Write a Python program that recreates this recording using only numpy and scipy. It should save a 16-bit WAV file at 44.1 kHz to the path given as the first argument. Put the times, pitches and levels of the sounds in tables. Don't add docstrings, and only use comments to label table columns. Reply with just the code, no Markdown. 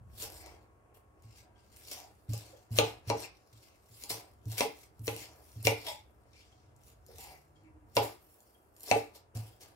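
import sys
import numpy as np
from scipy import signal
from scipy.fft import rfft, irfft, next_fast_len
from scipy.io import wavfile
from scipy.ndimage import uniform_filter1d

SR = 44100
rng = np.random.default_rng(int(sys.argv[2]) if len(sys.argv) > 2 else 0)


def persist_wave(psi):
    counts = np.round(np.clip(psi, -1, 1) * 32767).astype(np.int16)
    wavfile.write(sys.argv[1], SR, np.atleast_2d(counts).T)


def invert_db(level):
    return 10 ** (np.asarray(level, dtype=float) / 20)


N = 429975

# [f/Hz, level/dB]
SPRAY = [(6000, -29), (8000, -3.5), (12000, -0.5), (15800, -2)]
BOARD_HZ = [226, 300, 446, 533, 570, 646, 700, 745, 815, 885, 935, 990, 1073, 1187]
# [level/dB, time to fall 60 dB/s]
BOARD_RING = [(-12, 0.095), (-6.5, 0.17), (1.5, 0.13), (-4.5, 0.11), (0.5, 0.16), (-4, 0.091), (-3, 0.087),
              (-3.5, 0.071), (0.5, 0.16), (-7, 0.12), (-6, 0.081), (-6.5, 0.076), (-10.5, 0.055),
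              (-8, 0.069)]
BOARD = [(hz, *row) for hz, row in zip(BOARD_HZ, BOARD_RING)]


def evened(x):
    return x / np.sqrt(np.mean(x ** 2) + 1e-20)


def peaked(x):
    return x / abs(x).max()


def read(points, hz):
    f, value = np.transpose(points)
    return np.interp(np.log(hz + 1), np.log(f + 1), value)


def curve(rows):
    s, *columns = np.transpose(rows)
    return [np.interp(np.arange(N) / SR, s, c) for c in columns]


def add(mix, s, sound):
    part = mix[..., round(s * SR):][..., :sound.shape[-1]]
    part += sound[..., :part.shape[-1]]


def coloured(x, spectrum):
    size = next_fast_len(x.shape[-1])
    gain = invert_db(read(spectrum, np.fft.rfftfreq(size, 1 / SR)))
    return evened(irfft(rfft(x, size) * gain, size)[..., :x.shape[-1]])


def air():
    # [t/s, level/dB]
    rumble = [(0.0, -52.5), (0.35, -56), (0.8, -66.5), (1.79, -63), (2.66, -67.5), (3.01, -61.5),
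              (3.61, -70.5), (4.32, -63.5), (6.98, -63.5), (7.2, -57.5), (7.44, -68), (7.87, -60.5),
              (8.4, -72), (9.75, -64)]
    # [f/Hz, level/dB]
    hiss_colour = [(82, -38), (160, -8.5), (406, -4), (567, -9.5), (840, -9), (1300, -10.5), (1800, -22.5),
                   (2290, -31), (3210, -30.5), (3750, -35.5), (9110, -28), (15500, -38)]
    # [f/Hz, level/dB]
    low_colour = [(12, -71), (20, -26), (29, -36), (40, 3.5), (65, 12.5), (119, 6.5), (155, -9.5),
                  (180, -8), (230, -5.5), (370, -120)]
    # [f/Hz, likeness from -1 to 1]
    likeness = [(60, 0.41), (240, 0.83), (950, -0.54), (3770, 0.13), (15000, -0.03)]
    hiss_db = -70.5
    size = next_fast_len(N)
    hz = np.fft.rfftfreq(size, 1 / SR)
    same = np.clip(read(likeness, hz), -1, 1)
    left, other = rfft(rng.standard_normal((2, size)))
    right = same * left + np.sqrt(1 - same ** 2) * other
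    pair = irfft(np.array([left, right]), size)[:, :N]
    lumps = rng.standard_normal(N) + 0.44 * rng.standard_normal((2, N))
    return invert_db(hiss_db) * coloured(pair, hiss_colour) + invert_db(curve(rumble)[0]) * coloured(lumps, low_colour)


def hum():
    # [t/s, f/Hz, level/dB]
    engine = [(6.6, 129.5, -101), (6.704, 123.8, -63.5), (6.846, 138.3, -76.5), (7.554, 150.2, -71.5),
              (7.75, 154.7, -79)]
    # [start t/s, end t/s, f/Hz, level/dB]
    whines = [
        (0.01, 1.336, 1097, -79),
        (3.3, 4.1, 1108, -84),
        (1.38, 1.8, 1600, -84),
    ]
    hz, db = curve(engine)
    t = np.arange(N) / SR

    def between(start, end):
        return uniform_filter1d(1. * (t > start) * (t < end), 4000)

    turn = 2 * np.pi * np.cumsum(hz) / SR
    out = between(engine[0][0], engine[-1][0]) * invert_db(db) * np.sqrt(2) * np.sin(turn)
    for start, end, hz, db in whines:
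        waver = 1 + 0.0045 * evened(uniform_filter1d(rng.standard_normal(N), 2000))
        turn = 2 * np.pi * np.cumsum(hz * waver) / SR
        out += between(start, end) * invert_db(db) * np.sqrt(2) * np.sin(turn)
    return out


def stroke(s, db, rise, fall):
    swing_db = 30
    t = np.arange(0, N, 32) / SR - s
    return invert_db(db - swing_db * np.where(t < 0, -t / max(rise, .003), t / max(fall, .003)))


def loudest(gains):
    return np.repeat(np.max(gains, axis=0), 32)[:N]


def grains(per_s, spread_db):
    size = invert_db(spread_db * np.minimum(rng.exponential(1, N), 5))
    return rng.standard_normal(N) * size * (rng.random(N) < per_s / SR)


def patchy(x, depth_db):
    z = signal.stft(x, nperseg=256)[2]
    field = uniform_filter1d(rng.standard_normal(z.shape[1:]), size=4, axis=0)
    field = uniform_filter1d(field, size=20, axis=1)
    return evened(signal.istft(z * invert_db(depth_db * evened(field)), nperseg=256)[1][:, :N])


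def rustle():
    # [peak t/s, fizz level/dB, rise/s, fall/s, spray over fizz/dB]
    cuts = [(0.23, -46, .1, 0.1, -1.5), (1.899, -57, 0.28, 0.09, -4.5), (1.915, -49, 0.018, 0.21, -5.5),
            (2.294, -58.5, 0.012, 0.34, -4), (2.336, -53, 0.059, 0.33, -6), (2.715, -63.5, .012, 0.32, 1.5),
            (2.782, -43, 0.057, 0.078, -0.5), (2.841, -49.5, 0.086, 0.16, -8),
            (3.093, -46, 0.041, 0.024, -9), (4.033, -59.5, 0.27, 0.37, -1.5), (4.1, -39.5, 0.02, .13, -4),
            (4.514, -55.5, 0.079, 0.36, -1), (4.58, -41.5, 0.018, 0.15, -1.5), (5.07, -61.5, 0.081, 0.2, 9),
            (5.65, -41, 0.019, 0.14, 0.5), (5.861, -56.5, .6, 0.022, -6), (5.868, -46, .015, 0.13, -5),
            (7.957, -51.5, 0.013, 0.11, 6.5), (8.029, -52, 0.12, 0.19, -1.5), (8.856, -64, 0.14, .1, 7),
            (8.901, -47.5, 0.11, 0.18, -5.5), (8.969, -54, 0.16, 0.16, -2.5),
            (9.351, -58.5, 0.0082, 0.31, -1.5)]
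    # [peak t/s, fizz level/dB, rise/s, fall/s, spray over fizz/dB]
    sweeps = [(0.16, -66.5, 0.077, 0.3, 0), (0.36, -63, 0.28, 0.29, -0.5), (0.472, -63.5, 0.3, 0.21, -13),
              (0.944, -75, 0.008, 0.11, 6.5), (1.235, -73.5, 0.017, .3, -10), (1.389, -63, 0.23, 0.088, -9),
              (1.57, -75, 0.049, 0.51, -16), (3.234, -50.5, 0.2, 0.069, -8.5),
              (3.53, -68.5, 0.02, 0.76, -8), (3.66, -67, 0.39, 0.088, -6),
              (4.832, -64.5, 0.52, 0.085, -3.5), (5.193, -52, 0.2, 0.19, -5), (5.5, -73.5, 0.85, 0.99, 3),
              (6.335, -67.5, 0.017, 0.7, -16), (6.411, -69, 0.25, 0.28, -13), (1.728, -68, .02, .5, -7),
              (1.765, -69, 0.022, 0.76, 2), (3.36, -77, 0.54, 0.33, -10), (7.65, -84.5, 0.084, 0.19, -20),
              (6.88, -69, 0.15, 0.15, -1), (7.219, -58, 0.19, 0.27, -1.5),
              (7.559, -81.5, 0.028, .42, -19.5), (8.311, -78.5, 0.52, 0.86, 5.5),
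              (8.439, -80, 0.059, 0.55, 0), (9.16, -60.5, 0.053, 0.077, -4.5),
              (9.615, -60, 0.028, 0.18, -3.5)]
    # [peak t/s, level/dB, rise/s, fall/s]
    scrapes = [(0.33, -56, 0.47, 0.26), (0.472, -57, 0.41, 0.56), (1.95, -60.5, 0.57, 0.68),
               (2.337, -63.5, 0.33, 0.53), (2.471, -61, 0.41, 0.63), (2.83, -44, 0.18, 0.22),
               (3.095, -52, 0.081, 0.14), (3.234, -50, 0.39, 0.097), (4.125, -51.5, 0.088, 0.35),
               (4.53, -58, 0.17, 1), (5.196, -57.5, 0.12, 0.83), (5.721, -63, 0.062, 0.22),
               (5.86, -53, .3, 0.14), (7.1, -64, 0.051, 0.47), (7.33, -61.5, 0.46, 0.16),
               (0.9, -66.5, 0.6, 1), (1.5, -66.5, 1, 0.8), (8.028, -40, 0.086, 0.14),
               (8.89, -50.5, .05, 0.49), (8.97, -57, 0.38, 0.36), (9.355, -56, 0.049, 0.41),
               (9.611, -62, 0.069, 0.64)]
    # [f/Hz, level/dB]
    fizz_colour = [(880, -10), (1500, -15), (1860, -13.5), (2100, -4), (2320, -6), (4200, -4), (4830, 0.5),
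                   (8000, -9), (10400, -26), (17600, -120)]
    # [f/Hz, level/dB]
    scrape_colour = [(150, -52.5), (250, -33.5), (296, 6.5), (480, 3.5), (716, 5.5), (1000, -6),
                     (1570, -14), (2460, -14.5), (3290, -27.5), (4500, -44.5), (5850, -57), (9900, -120)]
    rest_db = -71.5
    strokes = cuts + sweeps
    fizz = np.array([stroke(*row[:4]) for row in strokes])
    spray = invert_db([row[4] for row in strokes])[:, None] * fizz
    scrape = np.maximum(loudest([stroke(*row) for row in scrapes]), invert_db(rest_db))
    clumps = evened(uniform_filter1d(rng.standard_normal(N), 300))
    cells = grains(3500, 3.0) + .6 * rng.standard_normal((2, N))
    cells = patchy(cells, 2.6)
    crackle = loudest(fizz) * coloured(cells, fizz_colour)
    crackle = crackle + invert_db(5.0) * loudest(spray) * coloured(cells, SPRAY)
    slips = scrape * coloured(grains(3000, 2.8), scrape_colour)
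    return invert_db(2.2 * clumps) * crackle + invert_db(-2) * slips


def ring(modes, spread_db, rise_s, scatter=0., wide=False):
    apart_per_khz = 1.3
    hz, db, t60 = np.transpose(modes)[:, :, None]
    t = np.arange(round(SR * t60.max())) / SR
    chance = rng.standard_normal((4, 20, 1))[:, :len(modes)]
    turn = 2 * np.pi * hz * (1 + .003 * chance[1]) * t + scatter * chance[2]
    level = invert_db(db + spread_db * chance[0] - 60 * t / t60)
    apart = apart_per_khz * np.minimum(hz / 1000, 1) ** 2 * chance[3] / 2
    sides = (1, -1) if wide else (0,)
    waves = [(level * np.sin(turn + k * apart)).sum(0) for k in sides]
    return peaked(np.squeeze(waves) * (1 - np.exp(-t / rise_s)) ** 2)


def burst(t60, spectrum, click=0.75):
    t = np.arange(-256, 3000) / SR
    x = rng.standard_normal(len(t)) * invert_db(-60 * t / t60) * (t >= 0)
    x[256] += click
    return peaked(coloured(x, spectrum)[236:])


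def snaps():
    # [t/s, peak level/dB, centre f/Hz, board ring over snap/dB]
    layers = [(0.2239, -24.5, 7000, -18.5), (0.2397, -27.5, 6070, -15.5), (0.4618, -35, 5190, -12),
              (1.8741, -33, 13200, -35), (1.914, -27, 4900, -19.5), (2.3347, -25, 7800, -16),
              (2.7591, -29, 5780, -24.5), (3.2031, -32, 11400, -15), (4.0374, -26, 4870, -23),
              (4.518, -30, 4980, -23.5), (4.582, -18, 7000, -21), (4.5973, -21.5, 5030, -22),
              (5.0707, -23, 5140, -19), (5.164, -29.5, 5000, -18), (5.6282, -28.5, 11170, -23),
              (5.721, -39, 2605, -29), (5.8672, -24.5, 3420, -21), (7.184, -33.5, 5210, -18),
              (7.953, -34, 6070, -17.5), (8.8325, -29.5, 7140, -24), (8.8784, -38, 5510, -16),
              (8.883, -30, 5550, -18), (9.1521, -50, 5340, -5), (9.3722, -32, 5170, -14)]
    # [t/s, peak level/dB]
    ticks = [(0.1956, -42), (0.2300, -35), (0.3013, -31), (0.322, -36), (0.342, -42), (0.3821, -42),
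             (1.6054, -58), (1.7266, -53), (1.763, -40), (3.7874, -64), (4.019, -49.5), (4.030, -48),
             (4.0953, -22), (4.4998, -41), (5.049, -48), (5.5182, -45), (6.31, -60), (6.836, -47),
             (6.882, -46), (7.0646, -43), (7.085, -48), (7.229, -42), (8.4049, -45), (8.5087, -56),
             (8.7654, -44), (9.607, -48), (0.9475, -55), (1.223, -49), (2.296, -49), (2.378, -30),
             (2.7067, -49), (3.076, -38), (3.86, -50), (4.456, -41.5), (4.8376, -51.5), (4.994, -46),
             (6.764, -51), (7.636, -59), (3.249, -42), (7.159, -43), (8.8068, -39), (8.861, -46),]
    tick_hz = 6600
    tap_share = .4
    tapped = [(f, level, t60 * tap_share) for f, level, t60 in BOARD]
    out = np.zeros(N)
    for s, db, hz, *board_db in layers + [row + (tick_hz,) for row in ticks]:
        colour = [(1500, -30), (hz * 0.52, -8), (hz, 0), (hz * 3.1, -6), (hz * 4, -12)]
        add(out, s - 20 / SR, invert_db(db) * burst(.006, colour, click=3.))
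        if board_db:
            add(out, s, invert_db(db + board_db[0]) * ring(tapped, 2.1, 0.0022, scatter=1.2))
    return out


def resonate(x, hz, width):
    turn = np.exp(2j * np.pi * np.cumsum(hz) / SR)
    r = np.exp(-np.pi * width / SR)
    return (turn * signal.lfilter([1], np.convolve([1, -r], [1, -r]), x / turn)).real


def slides():
    # [start t/s, length/s, start f/Hz, end f/Hz, level/dB]
    drags = [(0.433, 0.067, 695, 646, -61), (1.928, 0.15, 790, 725, -61.5), (2.517, 0.05, 557, 540, -59),
             (5.862, 0.035, 3400, 3450, -44), (5.863, 0.058, 2175, 2240, -54.5),
             (6.333, 0.075, 2330, 2280, -74), (3.24, 0.016, 2520, 2480, -52), (0.39, 0.12, 2200, 2150, -68),
             (0.33, 0.1, 7900, 8100, -63), (0.3, 0.2, 5200, 5000, -67), (7.06, 0.09, 5200, 5100, -73),
             (7.18, 0.17, 5200, 4900, -68), (0.945, 0.02, 2850, 2800, -75), (3.2, 0.05, 8000, 7900, -57),
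             (7.083, 0.02, 557, 532, -57), (7.099, 0.06, 400, 480, -62), (7.17, 0.093, 734, 846, -60),
             (7.19, 0.12, 2760, 2605, -70), (7.17, 0.22, 2250, 2150, -70), (7.635, 0.06, 2350, 2250, -77),
             (7.25, 0.11, 855, 703, -61.5)]
    # [start t/s, length/s, start f/Hz, end f/Hz, level/dB]
    squeaks = [
        (5.862, .062, 660, 610, -47),
        (5.868, .042, 900, 876, -47),
        (5.925, .032, 890, 847, -58),
        (7.53, .37, 320, 306, -69),
    ]
    out = np.zeros(N)
    for rows, width_share in ((drags, .2), (squeaks, .1)):
        for start, length, hz, end_hz, db in rows:
            size = round(length * SR)
            strength = invert_db(2.6 * np.minimum(rng.exponential(1, SR // 2), 4))
            slips = rng.standard_normal(SR // 2) * strength
            tone = resonate(slips[:size], np.linspace(hz, end_hz, size), width_share * hz)
            add(out, start, invert_db(db) * evened(tone) * signal.windows.tukey(size, .3))
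    return out


def clock():
    tick_times = [.535, 1.553, 2.553, 3.55, 4.55, 5.55, 6.515, 7.553, 8.54, 9.525]
    tick_hz, tick_db, size = 3230, -74.5, 1100
    out = np.zeros(N)
    for s in tick_times:
        tick = resonate(rng.standard_normal(size), np.full(size, tick_hz), 150.)
        add(out, s, invert_db(tick_db) * evened(tick) * np.hanning(size))
    return out


def thuds():
    # [t/s, peak level/dB]
    landings = [(1.247, -52), (2.291, -33.5), (2.711, -35.5), (2.784, -37.5), (3.076, -38), (3.53, -58.5),
                (3.904, -58.5), (4.109, -53.5), (4.462, -37), (4.998, -43), (5.075, -41.5), (5.563, -42.5),
                (5.652, -32.5), (7.965, -38.5), (8.916, -41.5), (9.355, -37)]
    # [f/Hz, level/dB, time to fall 60 dB/s]
    counter = [(111, 3, .3), (89.9, -11, 0.3), (60, -18, .3), (160, -12, .12)]
    # [f/Hz, level/dB, time to fall 60 dB/s]
    shelf = [(225, -8, 0.17), (298, -11.5, 0.28), (440, -12.5, 0.081)]
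    press_s = .004
    shelf_db = -12.5
    out = np.zeros(N)
    for s, db in landings:
        add(out, s - press_s, invert_db(db) * ring(counter, 0.92, 0.0031))
        add(out, s - press_s, invert_db(db + shelf_db) * ring(shelf, 4.6, 0.0043))
    return out


def favoured(modes, hz, db, octaves, share=0.64):
    return [(f, level + db * np.exp(-(np.log2(f / hz) / octaves) ** 2), share * t60) for f, level, t60 in modes]


def knocks():
    # [t/s, crack peak/dB, board ring over crack/dB, struck patch f/Hz, left-right/dB]
    blows = [
        (2.7859, -5, -9, 503, 0.5),
        (3.099, -18.5, -1, 650, 0),
        (4.103, -25, -11, 708, -3.5),
        (4.606, -12, -4, 650, -2),
        (5.0782, -20, -3.5, 450, -1.5),
        (5.6511, -18.5, -18, 468, -6.5),
        (5.6691, -8, -6.5, 529, 0),
        (7.9667, -12, -1.5, 610, -4),
        (8.9121, -18.5, 8.5, 709, 10.5),
    ]
    # [favour near the patch/dB, width/octaves, patch bark/dB,
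    # blade over board/dB, share of full ring time]
    places = [(1.5, .4, 15, -15, .6), (1, 0.57, 14, -18, .7), (-4, 0.3, 10.5, -14.5, 0.92),
              (12.5, .45, 18, -17.5, 0.7), (3.5, 0.49, 14.5, -14, 0.47), (8, .4, 14.5, -17.5, 1),
              (4, .35, 17.5, -12, .7), (5, 0.92, 11.5, -19, 0.74), (11, 0.21, 15, -21, 0.74)]
    # [f/Hz, level/dB]
    crack_colour = [(700, -11.5), (1200, -40), (2400, -2.5), (4000, -8), (5500, -7), (7500, -17),
                    (10000, -16), (16000, -48.5)]
    # [f/Hz, level/dB]
    chatter_colour = [(900, -26.5), (1450, -3), (1850, -20.5), (2200, -0.5), (2650, -1), (3200, -15),
                      (4200, -27)]
    blade_hz = [1400, 2020, 2165, 2310, 2500, 2675, 2790, 3030, 3320]
    # [level/dB, time to fall 60 dB/s]
    blade_ring = [(-8, 0.039), (-7, 0.11), (-3.5, 0.11), (-4, 0.11), (0.5, 0.058), (-4, 0.044),
                  (-3.5, 0.074), (-5.5, .1), (-9, 0.16)]
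    blade = [(hz, *row) for hz, row in zip(blade_hz, blade_ring)]
    contact_s = .0014
    spurt_db = -19
    bark_t60 = .018
    chatter_db = -14.5
    bounce_s, bounce_db, bounce_hz = .043, -13, 450
    out = np.zeros((2, N))
    for blow, place in zip(blows, places):
        s, db, board_db, patch_hz, pan_db = blow
        near_db, octaves, bark_db, blade_db, share = place
        hit_s, ring_db = s + contact_s, db + board_db
        side = invert_db(db + np.array([[.5], [-.5]]) * pan_db)
        juice = invert_db(spurt_db) * burst(0.0089, SPRAY)
        crack = burst(.005, crack_colour, click=2.5)
        add(out, hit_s - 20 / SR, side * (crack + juice))
        board = favoured(BOARD, patch_hz, near_db, octaves, share) + [(patch_hz, bark_db, bark_t60)]
        add(out, hit_s, invert_db(ring_db) * ring(board, 1.5, 0.0005, scatter=1.0, wide=True))
        add(out, hit_s, invert_db(ring_db + blade_db) * ring(blade, 2.8, 0.00062, scatter=2.8, wide=True))
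        add(out, hit_s, invert_db(ring_db + chatter_db) * burst(0.07, chatter_colour, click=0))
        falling = favoured(BOARD[:8], bounce_hz, 10.5, 0.12)
        bounce = ring(falling, 0.86, 0.0048, scatter=3.7, wide=True)
        add(out, s + bounce_s, invert_db(ring_db + bounce_db) * bounce)
    return out


def room(x):
    # [f/Hz, time to fall 60 dB/s, level/dB]
    tail_bands = [(102, 0.092, -8), (272, 0.5, 9), (450, 0.099, -13), (710, 0.25, 2), (1880, 0.34, 2),
                  (4570, 0.28, -3.5), (12700, 0.049, -2.5)]
    # [delay/s, level/dB]
    echoes = [(.00074, -9), (.0019, -13), (.0031, -15), (.0043, -15), (.0056, -16), (.0098, -17)]
    # [f/Hz, left-right/dB]
    shadow = [(300, 1.5), (1000, 1), (2000, 14), (4000, 4), (8000, 5), (12000, -3.5)]
    right_lag_s = 0.00016
    taps = rng.standard_normal((2, SR // 2)) * (np.arange(SR // 2) > 200)
    hz, t, z = signal.stft(taps, SR, nperseg=256)
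    t60, wet_db = (read([(row[0], row[k]) for row in tail_bands], hz)[:, None] for k in (1, 2))
    z = z * invert_db(wet_db - 60 * t / t60) * np.sqrt(6 * np.log(10) / (t60 * SR))
    tail = signal.istft(z, SR, nperseg=256)[1]
    low = signal.sosfiltfilt(signal.butter(1, 250, fs=SR, output="sos"), tail[0] - tail[1])
    tail = np.array([tail[0], tail[1] + low])
    for s, db in echoes:
        delays = s * (1 + rng.uniform(-1, 1, 2) * .04)
        tail[[0, 1], np.round(delays * SR).astype(int)] += invert_db(db)
    size = next_fast_len(N)
    hz = np.fft.rfftfreq(size, 1 / SR)
    shade = invert_db(read(shadow, hz) / 2)
    ports = np.array([shade, np.exp(-2j * np.pi * hz * right_lag_s) / shade])
    direct = irfft(rfft(x, size) * ports, size)[:, :N]
    return direct + signal.fftconvolve(x, tail, axes=1)[:, :N]


def scene():
    near = rustle() + snaps() + slides() + thuds() * invert_db([[-.8], [.8]]) * 1 + knocks()
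    return invert_db(1.0) * room(near + clock()) + air() + hum()


def band_limit(x):
    return signal.sosfilt(signal.butter(12, 16660, fs=SR, output="sos"), x)


def record(dry):
    mic_low_hz, top_hz = 45, 15830
    dry = signal.sosfilt(signal.butter(3, mic_low_hz, "high", fs=SR, output="sos"), dry)
    treble_cut = signal.firwin(801, top_hz, window=("kaiser", 8), fs=SR)
    mix = signal.oaconvolve(dry, treble_cut[None], "same")
    return band_limit(mix)


dry = scene()
out = record(dry)
persist_wave(out)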